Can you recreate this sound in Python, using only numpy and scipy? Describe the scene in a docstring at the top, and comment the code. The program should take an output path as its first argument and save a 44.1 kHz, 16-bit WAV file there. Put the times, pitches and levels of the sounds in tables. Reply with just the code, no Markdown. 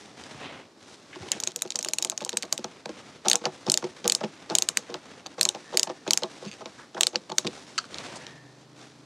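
"""Ratchet screwdriver in a parked van

Inside the padded cabin, close to a stereo microphone, a small screw is driven into carpeted pillar trim.
Each back-swing snaps the steel pawl over a few teeth; each push knocks the bit in the screw head and
rings the hollow panel. The washer jiggles until the thread bites, and later the thread creaks.
Sleeves rustle, a hand brushes the curtain, and a faint low drone sets in near the end."""
import sys
import numpy as np
from scipy import signal
from scipy.fft import rfft, irfft, next_fast_len
from scipy.io import wavfile

SR = 44100
rng = np.random.default_rng(int(sys.argv[2]) if len(sys.argv) > 2 else 0)


def unload_wav(signal):
    """Save mono or channel-first audio to the path in sys.argv[1] as 16-bit WAV at rate SR, clipped to [-1, 1]."""
    wavfile.write(
        sys.argv[1],
        SR,
        np.round(np.clip(np.atleast_2d(signal).T, -1, 1) * 32767).astype(np.int16),
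    )


N = 399105
T = np.arange(N) / SR


def undb(db):
    """Decibels to gain."""
    return 10 ** (np.asarray(db) / 20)


def unit(x):
    """Scale to rms 1."""
    return x / np.sqrt(np.mean(x ** 2) + 1e-20)


def sized(x, db, length_s):
    """Give a short sound the energy of a level held for this length."""
    return x * undb(db) * np.sqrt(length_s * SR / np.sum(x ** 2))


def curves(table):
    """Every column of a timed table, sample by sample."""
    times, *columns = np.transpose(table)
    return [np.interp(T, times, column) for column in columns]


def walk(rate_hz):
    """Smooth random wander with a spread near 1."""
    knots = rng.standard_normal(4096)
    return np.interp(T * rate_hz, np.arange(len(knots)), knots)


def add(track, start_s, sound):
    """Mix a sound into a track."""
    i = max(int(start_s * SR), 0)
    track[i:i + len(sound)] += sound[:max(N - i, 0)]


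def passband(x, lo_hz, hi_hz, order=3):
    """Keep one band."""
    edges = np.clip([lo_hz, hi_hz], 20, .45 * SR)
    return signal.sosfilt(signal.butter(order, edges, "band", fs=SR, output="sos"), x)


def shape(x, response):
    """Filter by a response given as a function of frequency."""
    size = next_fast_len(len(x) + 2048)
    freqs = np.fft.rfftfreq(size, 1 / SR) + 1e-3
    return irfft(rfft(x, size) * response(freqs), size)[:len(x)]


def resonance(f, hz, width_hz):
    """Response of one resonance."""
    return 1 / (1 + 1j * (f * f - hz * hz) / (f * width_hz))


def resonate(force, modes):
    """Pass a force through resonances: pitch_hz, width_hz, gain_db."""
    return shape(force, lambda f: sum(undb(db) * resonance(f, hz, width) for hz, width, db in modes))


def colour(x, points):
    """Give a sound a spectrum: frequency_hz, gain_db."""
    hz, db = np.transpose(points)
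    return shape(x, lambda f: undb(np.interp(np.log(f), np.log(hz), db)))


def narrow_noise(samples, hz, width_hz):
    """Noise gathered around one pitch, at rms 1."""
    return unit(shape(rng.standard_normal(samples), lambda f: resonance(f, hz, width_hz) ** 2))


def friction(length_s, grit_db=3):
    """Gritty friction force that swells quickly and dies away."""
    t = T[:int(SR * .3)]
    grit = undb(grit_db * np.repeat(rng.standard_normal(len(t)), 40)[:len(t)])
    envelope = (1 - np.exp(-t / (.1 * length_s))) * np.exp(-(t / length_s) ** 2)
    return rng.standard_normal(len(t)) * grit * envelope


def strike(modes, detune=.04, bounce=.59, bounce_s=.0014, lo_hz=1250, scatter_db=1.3):
    """A hard contact bounces six times in an instant and rings short modes; rms 1 over its first 4 ms."""
    t = T[:1024]
    hz, t60, db = np.transpose(modes)[:, :, None]
    mistune, scatter, phase = rng.standard_normal((3, len(modes), 1))
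    decay = undb(db + scatter_db * scatter - 60 * t / t60)
    ring = (decay * np.sin(2 * np.pi * (hz * (1 + detune * mistune) * t + phase))).sum(0)
    force = np.zeros(len(t))
    force[0] = 1
    for late, strength in rng.random((6, 2)):
        add(force, late * bounce_s, [bounce * strength])
    click = passband(signal.fftconvolve(force, ring)[:len(t)], lo_hz, 11100, order=2)
    return click / np.sqrt(np.mean(click[:176] ** 2))


def cabin_reverb(x, wet_db, t60_s, dull_hz=9200):
    """Add the dense, short reflections of the padded cabin."""
    t = T[:SR // 3]
    tail = rng.standard_normal(len(t)) * undb(-60 * t / t60_s) * (1 - np.exp(-t / .0015))
    tail = shape(tail / np.sqrt(np.sum(tail ** 2)), lambda f: 1 / (1 + 1j * f / dull_hz))
    return x + undb(wet_db) * signal.fftconvolve(x, tail)[:len(x)]


# Room tone inside the parked van: frequency_hz, gain_db
AIR_SPECTRUM = [(15, -57), (25, -37.5), (137, -1.5), (285, 10.5), (405, 3.5), (1190, -3.5), (2840, -17.5),
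                (4490, -8.5), (6210, -17.5), (8360, -23.5), (12500, -31.5), (16000, -59)]
def cabin_air(level_db=-57):
    """The steady hush of the still cabin."""
    return unit(colour(rng.standard_normal(N), AIR_SPECTRUM)) * undb(level_db)


# Low drone, far behind the work: pitch_hz, gain_db
DRONE_TONES = [(129, -3.5), (156, -5.5), (291, -9)]
# Its rise near the end: time_s, level_db
DRONE_SWELL = [(0, -106), (7.4, -65), (7.8, -62), (8.4, -54), (9.05, -57.5)]
def drone(waver_hz=2.1, waver_db=2):
    """Three low tones swell, each wavering in pitch and level."""
    out = np.zeros(N)
    swell_db, = curves(DRONE_SWELL)
    for hz, db in DRONE_TONES:
        phase = 2 * np.pi * np.cumsum(hz + waver_hz * walk(32)) / SR
        out += np.sqrt(2) * np.sin(phase) * undb(swell_db + db - waver_db * walk(9.2))
    return out


# Faint whistles in the background: start_s, level_db, pitch_hz, length_s
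WHISTLES = [(5.6, -56.5, 1795, 0.33), (8.173, -56, 1790, 0.24)]
def whistle():
    """A thin, breathy tone comes and goes."""
    out, t = np.zeros(N), T[:SR]
    for s, db, hz, length in WHISTLES:
        envelope = np.sqrt(t) * np.exp(-(t / length) ** 2)
        add(out, s, sized(narrow_noise(SR, hz, width_hz=170) * envelope, db, length))
    return out


# Fabric heard from close by: frequency_hz, gain_db
CLOTH_SPECTRUM = [(24, -62.5), (40, -21), (101, -5), (269, -0.5), (455, -2.5), (918, -9), (1240, -10),
                  (1900, -11), (3060, -13.5), (3650, -13), (4570, -16.5), (5870, -16), (9450, -26.5),
                  (13800, -48.5), (16000, -64)]
# An arm moves or a palm sweeps the curtain: middle_s, half_length_s, level_db, relative_hiss_db
SWISHES = [(0, 0.05, -48.5, -1), (.3, 0.14, -47.5, -4), (.475, 0.086, -41.5, -14), (.58, 0.069, -49.5, -12),
           (.92, 0.094, -53.5, 0), (1.3, 0.16, -47, -3), (2.55, 0.34, -56.5, -6), (2.99, 0.22, -50.5, -5.5),
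           (4.78, 0.82, -52, -7), (5.18, 0.73, -65, 0.5), (6.45, 0.24, -53, -2.5), (7.7, 0.2, -53, 0),
           (8.05, 0.096, -41.5, -4.5), (8.21, 0.13, -48.5, -6.5), (8.82, 0.051, -52.5, -2)]
# The hands hesitate: middle_s, half_length_s, change_db
PAUSES = [(0.716, 0.051, -4.5), (2.86, 0.035, -7), (5.363, 0.015, -6), (6.91, 0.025, -3),
          (7.26, 0.034, 0.5)]
def cloth(stir_db=-62.5, drive_lag_s=.077, drive_half_s=.14, drive_hiss_db=-1.5):
    """Each move swells and fades: folds flap low, fabric rubs in the middle, catching fibres hiss."""
    # the sleeve follows the driving stroke after each catch of the bit
    drives = [(catch_s + drive_lag_s, drive_half_s, db, drive_hiss_db)
              for _, _, catch_s, _, db in WRIST_TURNS]
    stir = undb(stir_db)  # cloth is never quite still while the hands work
    rub, hiss = stir, stir * undb(-1)
    for s, half, db, hiss_db in [*SWISHES, *drives]:
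        swell = undb(db) / (1 + ((T - s) / half) ** 2 / 2) ** 2
        rub, hiss = np.hypot(rub, swell), np.hypot(hiss, swell * undb(hiss_db))
    lull = undb(sum(db * np.exp(-((T - s) / half) ** 2) for s, half, db in PAUSES))
    rub, hiss = rub * lull, hiss * lull
    flap = undb(1) * stir * (rub / stir) ** .75  # flapping grows more slowly than rubbing
    crinkle = undb(2 * walk(350) + 2 * walk(35))
    out = np.zeros(N)
    for envelope, lo_hz, hi_hz in (flap, 58, 570), (rub, 600, 3380), (hiss, 3500, 12000):
        fibres = colour(rng.standard_normal(N) * crinkle, CLOTH_SPECTRUM)
        out += envelope * unit(passband(fibres, lo_hz, hi_hz))
    return out


# Fingers on tool, trim and curtain, near the microphone: start_s, level_db, centre_hz, length_s
FINGER_RUBS = [(0.431, -46.5, 2740, 0.066), (0.337, -47, 105, 0.027), (1.124, -47, 2090, 0.036),
               (1.193, -43, 122, 0.025), (1.319, -40, 2300, 0.025), (6.778, -50, 1350, 0.059),
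               (8.154, -44, 5900, 0.021), (8.155, -44, 730, .018)]
def fingers():
    """Each brush of a finger is a short burst of friction about an octave wide."""
    out = np.zeros(N)
    for s, db, hz, length in FINGER_RUBS:
        rub = passband(friction(length), hz / 1.43, hz * 1.45, order=4)
        add(out, s, sized(rub, db, length))
    return out


# Taps as the tool is taken from the pillar: start_s, level_db
TAPS = [(7.7794, -21.5), (7.7819, -26), (7.7852, -21), (7.8415, -40), (7.8527, -47)]
# The handle's ring: pitch_hz, t60_s, gain_db
HANDLE_MODES = [(1230, 0.011, -2.5), (1400, 0.0077, 1), (3060, 0.0053, -3.5), (4430, 0.0054, 5.5),
                (5000, 0.005, -5), (6400, 0.0021, -2.5), (7560, 0.0036, -15)]
def handle_taps():
    """Bouncing contacts briefly ring the handle."""
    out = np.zeros(N)
    for s, db in TAPS:
        tap = strike(HANDLE_MODES, detune=.013, bounce=1.1, bounce_s=.0035, lo_hz=516)
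        add(out, s, undb(db) * passband(tap, 1040, 8700))
    return out


# One creak of the screw in the pillar: time_s, slip_rate_hz, level_db
CREAK = [(6.465, 214, -59), (6.48, 207, -43), (6.497, 180, -52), (6.503, 45, -64), (6.51, 135, -34),
         (6.522, 120, -46.5), (6.538, 150, -42), (6.548, 120, -77)]
# Its resonances: pitch_hz, width_hz, gain_db
THREAD_MODES = [(2670, 380, 11.5), (3450, 290, 5), (4520, 170, 10.5), (6270, 260, 6), (8500, 900, -22)]
def thread_creak():
    """The thread sticks and slips, sending uneven pulses through its resonances."""
    rate_hz, db = curves(CREAK)
    slip_count = np.floor(np.cumsum(rate_hz * (1 + .5 * walk(69)) / SR))
    slips = np.diff(slip_count, prepend=0)
    creak = passband(resonate(slips, THREAD_MODES), 1500, 8050)
    return unit(creak) * undb(db) * (T > CREAK[0][0]) * (T < CREAK[-1][0])


# While the screw is still loose in the trim: start_s, end_s
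LOOSE_SPAN = (1.25, 2.45)
# The washer's ring: pitch_hz, t60_s, gain_db
WASHER_MODES = [(3900, .025, -19), (5850, .03, -18), (6330, .03, -12), (6650, .03, -11), (6980, .03, -15),
                (11950, .04, -36)]
def washer(jiggle_db=-40, spread_db=12, scatter_db=6, jiggle_s=.06):
    """Until the thread bites, each snap rings the washer in a new mix of modes and sets it jiggling."""
    out, t = np.zeros(N), T[:4096]
    start, end = LOOSE_SPAN
    for s, db, _ in PAWL_SNAPS:
        if start < s < end:
            for hz, t60, ring_db in WASHER_MODES:
                decay = undb(db + ring_db + scatter_db * rng.normal() - 60 * t / t60)
                add(out, s, decay * np.sin(2 * np.pi * hz * rng.normal(1, .012) * t))
            for late, weakness in rng.random((3, 2)):
                tick = steel_click(treble_db=-3)
                add(out, s + late * jiggle_s, undb(jiggle_db - spread_db * weakness) * tick)
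    return out


def screw_wobble(level_db=-46, spread_db=.5, centre_hz=484, length_s=.014, count=14):
    """The loose screw wobbles under the bit and nudges the trim: extra knock rows at uneven moments."""
    jitter, strengths = rng.uniform(-.9, 1, (count, 2)).T
    times = np.interp(np.arange(count) + jitter / 2, [0, count - 1], LOOSE_SPAN)
    return [(s, level_db + spread_db * k, centre_hz, length_s) for s, k in zip(times, strengths)]


# The bit presses into the screw, lets go or catches: start_s, level_db, centre_hz, length_s
BIT_KNOCKS = [(1.162, -38, 477, 0.0077), (1.232, -41.5, 430, 0.011), (1.342, -49, 315, 0.016),
              (1.367, -40, 350, 0.0074), (1.474, -38, 485, 0.0056), (1.492, -52, 750, 0.007),
              (1.655, -40, 386, 0.012), (1.862, -38.5, 487, 0.0079), (2.052, -38, 720, 0.0087),
              (2.123, -41, 780, 0.011), (2.217, -36, 547, 0.015), (2.264, -40, 660, 0.0092),
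              (2.33, -37, 590, 0.013), (2.434, -43, 560, 0.018), (2.526, -39, 584, 0.013),
              (2.592, -36.5, 382, 0.0084), (2.646, -33.5, 626, 0.01), (2.86, -35.5, 527, 0.008),
              (2.895, -33.5, 410, 0.01), (3.251, -37, 683, 0.012), (3.262, -29.5, 622, 0.022),
              (3.338, -34, 644, 0.022), (3.415, -42, 338, 0.017), (3.441, -37.5, 593, 0.024),
              (3.4592, -27, 557, 0.012), (3.468, -30, 460, 0.0084), (3.666, -37, 500, .014),
              (3.68, -28.5, 374, 0.014), (3.739, -44, 756, 0.013), (3.828, -34.5, 760, 0.0073),
              (3.844, -28, 397, 0.011), (3.872, -43.5, 486, 0.01), (4.0443, -35, 387, 0.027),
              (4.054, -29.5, 650, 0.018), (4.212, -34, 600, .014), (4.2378, -28.5, 463, 0.017),
              (4.498, -39, 703, 0.012), (4.506, -31.5, 637, 0.027), (4.894, -40.5, 420, 0.032),
              (4.945, -36.5, 630, 0.015), (5.262, -42.5, 685, 0.014), (5.384, -37.5, 594, .018),
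              (5.455, -43, 760, 0.018), (5.548, -39, 630, 0.024), (5.729, -39, 770, 0.0075),
              (5.74, -32.5, 510, 0.019), (5.875, -34.5, 686, 0.0091), (5.898, -32.5, 543, 0.015),
              (6.069, -35, 740, 0.0069), (6.081, -30.5, 430, 0.014), (6.225, -33.5, 556, 0.013),
              (6.236, -32, 628, 0.014), (6.426, -42, 553, 0.017), (6.451, -42, 410, 0.006),
              (6.462, -37.5, 251, 0.015), (6.611, -41.5, 570, 0.019), (6.659, -41, 580, 0.015),
              (6.95, -38.5, 600, 0.01), (6.97, -35.5, 626, 0.021), (7.134, -41, 520, .01),
              (7.148, -38, 625, .014), (7.16, -32, 395, 0.0085), (7.299, -38.5, 610, 0.0086),
              (7.317, -34, 680, 0.015), (7.451, -30, 343, 0.0083), (7.468, -30.5, 408, 0.007),
              (7.48, -32, 244, 0.0073)]
# Hollow pillar trim, close to the microphone: pitch_hz, width_hz, gain_db
PANEL_MODES = [(164, 31, 3), (206, 36, 3.5), (313, 30, 2), (355, 46.4, 2.5), (485, 39, 2.5),
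               (585.6, 44, -4), (645, 23, -7), (797, 120, -3), (885, 80, -12.5), (1015, 46, -13),
               (1320, 900, -6.5), (2140, 720, -19)]
def trim_panel(gain_db=2.5, recoil_db=-28, recoil_hz=650, recoil_s=.017, blow_s=.003, travel_s=.00506):
    """Knocks of the bit, the screw's wobble and the recoil of each snap ring the hollow panel."""
    out = np.zeros(N)
    recoils = [(s, db + recoil_db, recoil_hz, recoil_s) for s, db, _ in PAWL_SNAPS]
    for s, db, hz, length in [*BIT_KNOCKS, *screw_wobble(), *recoils]:
        force = friction(length)
        add(force, blow_s, [3.4])  # one sharp blow within the friction
        # bending waves: high notes arrive first, so each knock falls in pitch
        force = shape(force, lambda f: resonance(f, hz, .8 * hz)
                      * np.exp(-4j * np.pi * travel_s * np.sqrt(f * hz)))
        # the hand's pressure shifts and reweights the panel's modes
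        modes = [(pitch * rng.normal(1, .018), width, mode_db + 3 * rng.normal())
                 for pitch, width, mode_db in PANEL_MODES]
        knock = passband(resonate(force, modes), 112, 1660)
        add(out, s - blow_s - travel_s, sized(knock, db + gain_db, length))
    return out


def bit_scrape(gain_db=-11, lead_s=.005):
    """Under each push the bit grinds in the screw head with fine metallic grains."""
    out = np.zeros(N)
    for s, db, _, length in BIT_KNOCKS:
        grains = passband(friction(.94 * length, grit_db=8), 2140, 6050)
        add(out, s - lead_s, sized(grains, db + gain_db, length))
    return out


def shaft(pitch_hz=6370, ring_db=-33.5, t60_s=.23, rattle_db=-30.5, rattle_s=.038, fall_db=13.5):
    """After each snap, closely spaced bending modes of the shaft ring on and the loose collar rattles."""
    out, t = np.zeros(N), T[:8192]
    for s, db, _ in PAWL_SNAPS:
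        ring = narrow_noise(len(t), pitch_hz, width_hz=1100)
        add(out, s, ring * undb(db + ring_db - 60 * t / t60_s))
        tick = steel_click(treble_db=-13)
        for late in rng.random(3):
            add(out, s + late * rattle_s, undb(db + rattle_db - fall_db * late) * tick)
    return out


# Steel ratchet and shaft at close range: pitch_hz, t60_s, gain_db
STEEL_MODES = [(1860, 0.0071, -34.5), (2660, 0.0033, -5.5), (3110, 0.0091, -11), (3930, 0.0033, 2),
               (4500, 0.011, -6), (5420, 0.0028, 2), (6260, 0.0032, 1), (6766, 0.0063, 0.5),
               (7410, 0.0033, 1), (8480, 0.0059, -6.5), (9580, 0.012, -19), (12150, 0.017, -18)]
def steel_noise(samples, breadth, lo_hz, hi_hz):
    """Noise coloured by the steel at rms 1; the faster a mode dies, the wider its band."""
    modes = [(hz, breadth / t60, db) for hz, t60, db in STEEL_MODES]
    return unit(passband(resonate(rng.standard_normal(samples), modes), lo_hz, hi_hz, order=2))


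def steel_click(treble_db, split_hz=5200, tail_db=-19, tail_t60_s=.095):
    """Struck steel with a diffuse cabin tail; treble_db sets the band above the split over that below."""
    t = T[:6000]
    # reflections from all sides carry the tool's average colour
    click = undb(tail_db - 60 * t / tail_t60_s) * steel_noise(len(t), 2, lo_hz=1980, hi_hz=8180)
    add(click, 0, strike(STEEL_MODES))
    rms = click.std()
    if treble_db < 0:  # a soft contact loses its very top
        click = passband(click, 300, 12000 * 2 ** (treble_db / 54), order=2)
    low = shape(click, lambda f: 1 / (1 + (f / split_hz) ** 8))
    return unit(unit(low) + undb(treble_db) * unit(click - low)) * rms


# The tool touches screw and trim: start_s, level_db
TOOL_TOUCHES = [(.238, -46.5), (1.287, -44.5), (1.592, -49), (1.721, -38), (1.81, -45), (1.861, -49),
                (2.24, -49), (2.32, -50), (2.118, -42), (2.2063, -42), (2.33, -39), (2.431, -34.5),
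                (2.858, -39), (5.262, -40), (5.267, -41.5), (5.395, -42), (6.452, -48), (7.145, -50),
                (7.319, -39), (7.4687, -32.5), (7.9439, -37.5), (7.9845, -37.5), (8.267, -42)]
# Swings of the wrist at the pillar: release_s, release_db, catch_s, catch_db, sleeve_db
WRIST_TURNS = [(3.256, -35, 3.4544, -20.5, -54.5), (3.667, -34, 3.843, -48, -55.5),
               (4.0438, -33, 4.2385, -33.5, -56.5), (4.4998, -29.5, 4.942, -30, -64),
               (5.382, -48, 5.549, -37.5, -55), (5.733, -43.5, 5.874, -39, -59.5),
               (6.0774, -29.5, 6.2344, -24, -55.5), (6.424, -53, 6.658, -35.5, -56.5),
               (6.9481, -42, 7.1576, -17.5, -69), (7.3, -37, 7.4736, -25.5, -52)]
def bit_clicks(touch_gain_db=5.5):
    """The bit clicks dully as it touches, lets go for the back-swing and catches again."""
    out = np.zeros(N)
    for s, db in TOOL_TOUCHES:
        add(out, s, undb(db + touch_gain_db) * steel_click(treble_db=-10))
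    for release_s, release_db, catch_s, catch_db, _ in WRIST_TURNS:
        add(out, release_s, undb(release_db) * steel_click(treble_db=-10))
        add(out, catch_s, undb(catch_db) * steel_click(treble_db=-15))
    return out


# The pawl, close and central at the microphone, one row a tooth: start_s, level_db, treble_db
PAWL_SNAPS = [(1.3177, -17.5, 4.5), (1.4012, -26, 7), (1.4365, -22.5, 7.5), (1.4739, -21.5, 1.5),
              (1.561, -25, 11), (1.6209, -21.5, 6.5), (1.705, -25.5, 2), (1.7572, -20, 5.5),
              (1.7898, -24.5, 9), (1.828, -28.5, 13), (1.8474, -25, 2.5), (1.8862, -24, 3),
              (1.935, -19.5, 6), (1.985, -20.5, 3), (2.0251, -21, 6), (2.0482, -21, 5), (2.0987, -21.5, 9),
              (2.1772, -25.5, 6.5), (2.249, -25, 11), (2.293, -24.5, 0), (2.371, -18, 7),
              (2.4247, -28.5, 3), (2.5264, -16.5, 6.5), (2.5784, -28, 0), (2.6438, -29, -4.5),
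              (3.284, -13.5, 4.5), (3.2993, -15.5, 12.5), (3.3144, -12.5, -5), (3.332, -15.5, -1),
              (3.3558, -15.5, 8.5), (3.6988, -15, 1), (3.7185, -15, 14), (3.741, -15.5, 0),
              (3.7747, -17, 4), (4.0781, -14.5, 10), (4.0977, -14.5, -0.5), (4.1213, -16, 5),
              (4.1499, -16.5, 5), (4.5521, -11, 6), (4.5854, -14.5, 5.5), (4.6226, -16, 4.5),
              (4.6883, -16, 3.5), (4.772, -14, 1), (5.4116, -12, 0), (5.4303, -18, 9.5), (5.4525, -15, 4),
              (5.4894, -16, -0.5), (5.7725, -12, 1), (5.7956, -15, 4), (5.831, -16, 6),
              (6.108, -12.5, -0.5), (6.1334, -14, 2), (6.1748, -16, 7), (7.0092, -11, 0.5),
              (7.033, -14, -2.5), (7.069, -15, -1.5), (7.3833, -12.5, 2.5)]
def pawl(slide_db=-15.5, slide_s=.00066, creep=.057, creep_s=.026):
    """The pawl creeps up a tooth, slides over its crest and snaps down."""
    out = np.zeros(N)
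    t = T[:2048] - T[2048]  # time leading up to the snap
    climb = np.exp(t / slide_s) + creep * np.exp(t / creep_s)
    for s, db, treble_db in PAWL_SNAPS:
        add(out, s, undb(db) * steel_click(treble_db))
        slide = steel_noise(len(t), 2.2, lo_hz=2960, hi_hz=10000)
        add(out, s + t[0], undb(db + slide_db) * slide * climb)
    return out


def scene(reflections_db=-24.5, diffuse_cloth_db=-27, hiss_db=-71):
    """Close and central; faint reflections, cloth rustle and a soft steady hiss differ left and right."""
    background = cabin_air() + drone() + whistle()
    touches = fingers() + handle_taps() + thread_creak() + bit_scrape()
    touches = cabin_reverb(touches, wet_db=-12, t60_s=.11)
    panel = cabin_reverb(trim_panel(), wet_db=-10.5, t60_s=.15)
    tool = touches + panel + washer() + shaft() + bit_clicks() + pawl()
    mid = background + cloth() + tool
    reflections = cabin_reverb(tool, wet_db=-9.5, t60_s=.06) - tool
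    hiss = unit(passband(rng.standard_normal(N), 22, 3500, order=1))
    side = undb(reflections_db) * reflections + undb(diffuse_cloth_db) * cloth() + undb(hiss_db) * hiss
    return np.array([mid + side, mid - side])


def record(dry, roll_off_hz=14100, ceiling=.78, cutoff_hz=16200):
    """The recorder softens the top octave, rounds the tallest peaks and cuts off the top."""
    soft = passband(dry, 27, roll_off_hz, order=2)
    rounded = soft / (1 + np.abs(soft / ceiling) ** 6) ** (1 / 6)
    return signal.sosfilt(signal.ellip(10, .2, 90, cutoff_hz, fs=SR, output="sos"), rounded)


dry = scene()
out = record(dry)
unload_wav(out)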